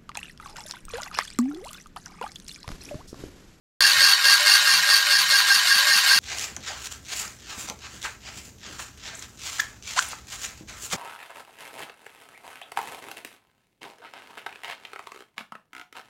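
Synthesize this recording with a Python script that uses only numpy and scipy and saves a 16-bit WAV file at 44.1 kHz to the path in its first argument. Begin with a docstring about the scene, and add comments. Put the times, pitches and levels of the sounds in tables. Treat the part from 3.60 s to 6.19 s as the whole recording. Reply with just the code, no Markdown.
"""Whirled tin ratchet

A tin toy ratchet is whirled by hand close to the microphone, about five turns a second, over soft rumble.
Its tongue snaps over the cog and chatters: showers of random clicks are filtered by modes of the tin body.
Once a turn it bites hard and bright, then runs lighter and duller; single modes ring out now and then.
A near reflection and a short room tail follow; decaying and swelling sines make handle thumps and hums."""
import sys
import numpy as np
from scipy import signal
from scipy.fft import rfft, irfft
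from scipy.io import wavfile
from scipy.ndimage import map_coordinates

SR = 44100
rng = np.random.default_rng(int(sys.argv[2]) if len(sys.argv) > 2 else 0)


def to_wav(s):
    """Save 16-bit WAV."""
    ch = np.atleast_2d(s).T  # columns
    pcm = np.round(np.clip(ch, -1, 1) * 32767)  # PCM
    wavfile.write(sys.argv[1], SR, pcm.astype(np.int16))


N = 114219
T = np.arange(N) / SR  # time axis, s
START_S = 0.2065  # the ratchet and the rumble come in here


def amp(db):
    """Turns decibels into gain."""
    return 10 ** (np.asarray(db) / 20)


def evened(x):
    """Scales a signal to unit rms."""
    return x / np.sqrt(np.mean(x ** 2) + 1e-20)


def read(hz, points_hz, values):
    """Joins points by straight lines on a log-frequency axis."""
    return np.interp(np.log(hz + 1), np.log(np.add(points_hz, 1)), values)


def add(mix, start_s, sound):
    """Mixes a sound in at its start time."""
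    part = mix[max(round(start_s * SR), 0):][:len(sound)]
    part += sound[:len(part)]


def causal(gain, size=8192):
    """Makes the minimum-phase impulse response, the quickest one with this spectrum."""
    log_gain = np.log(np.maximum(gain, 1e-5))
    mirrored = np.r_[log_gain, log_gain[-2:0:-1]]
    spectrum = np.exp(np.conj(signal.hilbert(mirrored)))
    return np.fft.ifft(spectrum).real[:size // 2]


def pluck(t, rise_s):
    """Envelope that climbs to 1 at the rise time, then dies away."""
    return t / rise_s * np.exp(1 - t / rise_s)


# Spectral shape of the rumble: pitch_hz [Hz], level_db [dB, relative]
RUMBLE_SHAPE = [(12, -48), (20, -16), (102, -2), (129, 0.5), (156, 0.5), (219, -11), (400, -7.5),
                (520, -57), (880, -120)]
RUMBLE_DB = -60.5  # overall rms


def rumble():
    """Noise of the room: random samples coloured in the spectrum."""
    colour = amp(read(np.fft.rfftfreq(N, 1 / SR), *np.transpose(RUMBLE_SHAPE)))
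    noise = irfft(rfft(rng.standard_normal(N)) * colour, N)
    return amp(RUMBLE_DB) * evened(noise) * (T >= START_S)


ROOM_DB, ROOM_T60_S = -11, 0.2  # tail energy against the direct sound; time to decay by 60 dB


def room(x):
    """A short, quiet tail of sparse scattered reflections that die exponentially."""
    t = T[:SR // 3]
    tail = rng.standard_normal(len(t)) * (rng.random(len(t)) < 0.05)
    tail = tail * (t > 0.004) * 1000 ** (-t / ROOM_T60_S)
    return amp(ROOM_DB) * signal.fftconvolve(x, tail / np.linalg.norm(tail))[:N]


# Low modes of the wings that swell and fade:
# start_s [s], length_s [s], level_db [dB, peak], pitch_hz [Hz]
WING_HUMS = [(.31, .18, -50.5, 165), (1.088, 0.18, -48.5, 165.5), (1.538, 0.19, -52, 163.8),
             (0.403, 0.051, -38, 582), (.785, 0.098, -34.5, 597), (1.02, 0.061, -41.5, 597),
             (1.256, 0.059, -38, 590), (1.452, 0.086, -39, 591), (1.681, 0.077, -41.5, 590.5),
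             (2.23, 0.083, -40.5, 594), (2.436, 0.05, -47, 587)]


def wing_hums():
    """Low rings of the wings: sines under a half-sine swell."""
    out = np.zeros(N)
    for start_s, length_s, level_db, pitch_hz in WING_HUMS:
        t = np.arange(0, length_s, 1 / SR)
        swell = np.sin(np.pi * t / length_s)
        add(out, start_s, amp(level_db) * swell * np.sin(2 * np.pi * pitch_hz * t))
    return out


# Soft thumps of the handle in the fingers:
# start_s [s], level_db [dB, envelope peak], pitch_hz [Hz], rise_s [s]
HANDLE_THUMPS = [(0.205, -33.5, 45.4, 0.0023), (.365, -44, 105, 0.013), (1.961, -42, 213, 0.0036),
                 (2.161, -38, 200, 0.0024), (2.357, -41, 215, 0.0044), (2.56, -36.5, 202.5, 0.003)]


def handle_thumps():
    """Handle thumps: low sines with a soft rise and a quick decay."""
    out, t = np.zeros(N), T[:SR // 6]
    for start_s, level_db, pitch_hz, rise_s in HANDLE_THUMPS:
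        add(out, start_s, amp(level_db) * pluck(t, rise_s) * np.sin(2 * np.pi * pitch_hz * t))
    return out


# Moments when the chatter locks onto one mode and rings it hard:
# start_s [s], level_db [dB, envelope peak], rise_s [s], pitch_hz [Hz]
MODE_CATCHES = [(0.221, -7.5, 0.0009, 4500), (.238, -11, 0.0018, 4630), (0.249, -9, 0.002, 1705),
                (0.316, -7.5, 0.0012, 4480), (0.44, -7.5, 0.0012, 4430), (.462, -11.5, 0.0017, 4420),
                (0.521, -20, 0.0026, 4560), (0.532, -7, 0.0024, 4496), (.659, -15, 0.0039, 1626),
                (.706, -11.5, 0.0012, 4550), (.899, -16, 0.0028, 1560), (1.309, -21, 0.0013, 4650),
                (1.338, -15, .0025, 4520), (1.345, -8.5, 0.002, 4554), (1.900, -14.5, 0.0092, 1593),
                (2.112, -12, 0.003, 1625), (2.309, -13, 0.004, 1623), (2.509, -15, 0.0074, 1594)]


def catches():
    """Short hard rings of a single mode: sines at random phase with a fast rise."""
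    out, t = np.zeros(N), T[:SR // 10]
    for start_s, level_db, rise_s, pitch_hz in MODE_CATCHES:
        tone = np.sin(2 * np.pi * (pitch_hz * t + rng.random()))
        add(out, start_s, amp(level_db) * pluck(t, rise_s) * tone)
    return out


# The hard bite of each turn and the lull after it: start_s [s], end_s [s],
# bite_db [dB, weighted by the bite share], lull_db [dB, weighted by 1.5 minus that share]
BITES = [(.19, .325, 0, -1.5), (0.384, 0.538, 0, -3), (0.649, 0.757, 0, -1), (0.869, 0.977, 0.5, -1.5),
         (1.055, 1.183, -1.5, -2), (1.293, 1.386, -2, -2.5), (1.505, 1.633, -2.5, -3.5),
         (1.704, 1.822, -1, -3), (1.873, 1.99, -1.5, -2.5), (2.075, 2.192, -2.5, -1.5),
         (2.281, 2.399, -2.5, -2), (2.468, 2.62, -0.5, -5)]
SWING_S = 0.037  # time to swing in or out of the bite
ARCH_DB = -5.5  # bite drive at its middle against half a turn away, before the bite share


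def motion():
    """Hand motion: turns completed, share of hard bite 0-1, and the force on the tongue."""
    start_s, end_s, bite_db, lull_db = np.transpose(BITES)
    middle_s = (start_s + end_s) / 2
    period_s = np.mean(np.diff(middle_s))
    marks_s = np.r_[middle_s[0] - period_s, middle_s, middle_s[-1] + period_s]
    turn = np.interp(T, marks_s, np.arange(len(marks_s)))  # whole numbers fall mid-bite
    inside_s = np.max([np.minimum(T - a, b - T) for a, b in zip(start_s, end_s)], 0)
    bite = np.clip(0.5 + inside_s / SWING_S, 0, 1)
    arch_db = ARCH_DB * (np.cos(2 * np.pi * turn) - 1) / 2
    hard_db = np.interp(T, middle_s, bite_db) + arch_db
    light_db = np.interp(T, middle_s + period_s / 2, lull_db)
    return turn, bite, amp(bite * hard_db + (1.5 - bite) * light_db)


# Teeth passing the tongue: time_s [s], rate [teeth per s]
COG_RATE = [(.2, 61), (.33, 95), (.55, 92), (1.1, 106), (2.6, 110.3)]
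TOOTH_JITTER, TOOTH_SPREAD_DB = 0.14, 2.06  # random unevenness of timing (teeth) and of strength
SNAP = 0.24  # gain of the first snap against the chatter
CHATTER_S, LOOSE = 0.0068, 1  # decay time of the bounces; steady loose rattle under them
CLICKS_PER_S, CLICK_SPREAD_DB = 7000, 2
FIRST_DB, FIRST_S = 2.5, 0.0037  # the jerk that starts the spin: boost added to the shower, decay time


def tongue():
    """Each tooth snaps the tongue, which bounces in a quickly dying shower of tiny clicks."""
    slip, size = rng.standard_normal((600, 2)).T
    passed = np.cumsum(np.interp(T, *np.transpose(COG_RATE)) * (T >= START_S)) / SR
    at = np.searchsorted(passed, 1 + np.arange(len(slip)) + TOOTH_JITTER * slip)
    keep = (at > 0) & (at < N - 1)
    snaps = np.zeros(N)
    snaps[at[keep]] = amp(TOOTH_SPREAD_DB * size[keep])
    bounces = signal.lfilter([1], [1, -np.exp(-1 / (CHATTER_S * SR))], snaps)
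    jerk = amp(FIRST_DB) * np.exp(-abs(T - START_S) / FIRST_S)
    shower = evened(LOOSE + bounces) + jerk
    hits = (rng.random(N) < CLICKS_PER_S / SR) * rng.choice([-1, 1], N)
    clicks = evened(hits * amp(CLICK_SPREAD_DB * rng.standard_normal(N)))
    return evened(shower * clicks + SNAP * evened(snaps)) * (T >= START_S)


# Modes of the tin, each radiating in a lobe that turns with the toy:
# pitch_hz [Hz], width_hz [Hz], level_db [dB, relative, centre of the lobe swing],
# lobe_db [dB, swing either way before the tanh shaping], facing [turns, when it faces the microphone]
TIN_MODES = [(580, 19.4, -22, 0, 0.58), (812, 55, -23, 6.5, 1.06), (1016, 46, -22.5, 12, 0.4),
             (1104, 47, -12.5, 4, 0.75), (1180, 64, -17.5, 5, 0.98), (1445, 40, -12, -5, 0.94),
             (1612.5, 37, 0, 5, 1.004), (1635, 36, -11.5, 3, 0.61), (1870, 57.2, -14, 6.5, 0.53),
             (1841.6, 29.5, -6, 5.5, 0.9), (2139, 47, -12.5, 5, 0.76), (2363, 18, -20.5, 17.5, 1.07),
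             (2544, 106, -26.5, 17.5, 0.58), (2772, 55, -8, 6.5, 1.01), (3027, 66, -15, 10, 0.46),
             (3283, 62, -19, 11, 1.04), (3745, 90, -14.5, 6.5, 0.48), (3880, 42, -14, 9.5, 0.42),
             (4160, 64, -10, 4.5, 0.78), (4347, 136, -11.5, 3.5, 1.08), (4555, 121, -6, 5.5, 1.006),
             (4990, 120, -16, 3, 0.67), (5274, 58, -14, 9, 1.01), (5600, 51, -15.5, 8.5, 0.54),
             (6645, 124, -17, 6, .99), (7250, 84, -18.5, 3.5, .8), (8200, 100, -34, -12, 0.16),
             (8410, 120, -29.5, 5, .8), (9300, 130, -29.5, 12.5, 2), (10030, 65, -18.5, 0, .5),
             (11920, 130, -28, 9, 0.18), (12600, 200, -30, 6, 1.1), (15000, 330, -31, 5, 1)]
# Dense wash of higher modes: pitch_hz [Hz], bite_db [dB, relative], lull_db [dB, relative]
TIN_WASH = [(40, -35.5, -50), (252, -30.5, -45), (417, -33.5, -43), (670, -48, -30), (1020, -22, -29),
            (1485, -22.5, -19), (2400, -23, -20), (3480, -19.5, -20.5), (4180, -12, -18.5),
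            (5140, -15, -25), (6300, -20, -25), (7200, -28, -27), (7800, -28, -24.5), (8200, -20.5, -24.5),
            (9530, -25.5, -33.5), (10400, -26, -35), (12270, -28, -28), (13060, -33, -40),
            (13700, -35, -38), (14500, -39, -40), (15998, -39, -44)]
SKIRT = 4.5  # widths beyond which a mode sinks into the wash
LOBE_EDGE = 1.06  # how squarely a lobe cuts in and out
RIPPLE_DB, RIPPLE_HZ = 4, 217.9  # random ripple of the wash: spread at its points, and their spacing
RADIATE_HZ = 490  # below this the small body radiates poorly


def tin(angle, size=8192):
    """Ring of the body as heard at this angle (turns; 0 is the middle of the bite)."""
    hz = np.fft.rfftfreq(size, 1 / SR)
    points_hz, bite_db, lull_db = np.transpose(TIN_WASH)
    front = np.cos(np.pi * angle) ** 2
    wash_db = read(hz, points_hz, front * bite_db + (1 - front) * lull_db)
    ripple = map_coordinates(rng.standard_normal(size), [hz / RIPPLE_HZ], order=3)
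    power = amp(wash_db + RIPPLE_DB * ripple) ** 2
    for pitch_hz, width_hz, level_db, lobe_db, facing in TIN_MODES:
        off = (2 * (hz - pitch_hz) / width_hz) ** 2
        lobe = np.tanh(LOBE_EDGE * np.cos(2 * np.pi * (angle - facing)))
        peak = amp(level_db + lobe_db * lobe)
        power = power + peak ** 2 / (1 + off) / (1 + off / (2 * SKIRT) ** 2)
    radiated = hz ** 4 / (hz ** 4 + RADIATE_HZ ** 4)
    return causal(np.sqrt(power * radiated))


RATTLE_DB = 1.5  # gain of the ratchet
ECHO_S, ECHO_SWING_S = 0.001114, 0.00026  # a nearby surface: mean delay and its swing either way
ECHO_TURNS, ECHO_GAIN = 0.703, 0.21  # angle of the longest path (turns); strength


def ratchet(count=8):
    """The tongue drives the body, whose sides pass the microphone in turn; a near reflection sweeps along."""
    turn, _, force = motion()
    drive = tongue() * force
    direct = np.zeros(N)
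    for angle in np.arange(count) / count:
        away = abs((turn - angle + 0.5) % 1 - 0.5)
        share = np.maximum(1 - count * away, 0)  # crossfade between neighbouring angles
        direct += share * signal.oaconvolve(drive, tin(angle))[:N]
    delay_s = ECHO_S + ECHO_SWING_S * np.cos(2 * np.pi * (turn - ECHO_TURNS))
    echo = map_coordinates(direct, [(T - delay_s) * SR], order=3)
    return amp(RATTLE_DB) * (direct + ECHO_GAIN * echo)


def scene():
    """The ratchet and its catches in the room, over thumps, hums and rumble."""
    toy = ratchet() + catches()
    handling = handle_thumps() + wing_hums()
    return (toy + room(toy) + handling + rumble())[None]


NOTCH_HZ, NOTCH_Q = 7850, 43
EDGE_HZ = 15800  # top of the band


def record(dry):
    """The microphone's narrow notch, then a steep low-pass at the band limit."""
    notched = signal.lfilter(*signal.iirnotch(NOTCH_HZ, NOTCH_Q, SR), dry)
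    lowpass = signal.firwin(511, EDGE_HZ, window=("kaiser", 9), fs=SR)
    return signal.oaconvolve(notched, lowpass[None], "same")


dry = scene()
out = record(dry)
to_wav(out)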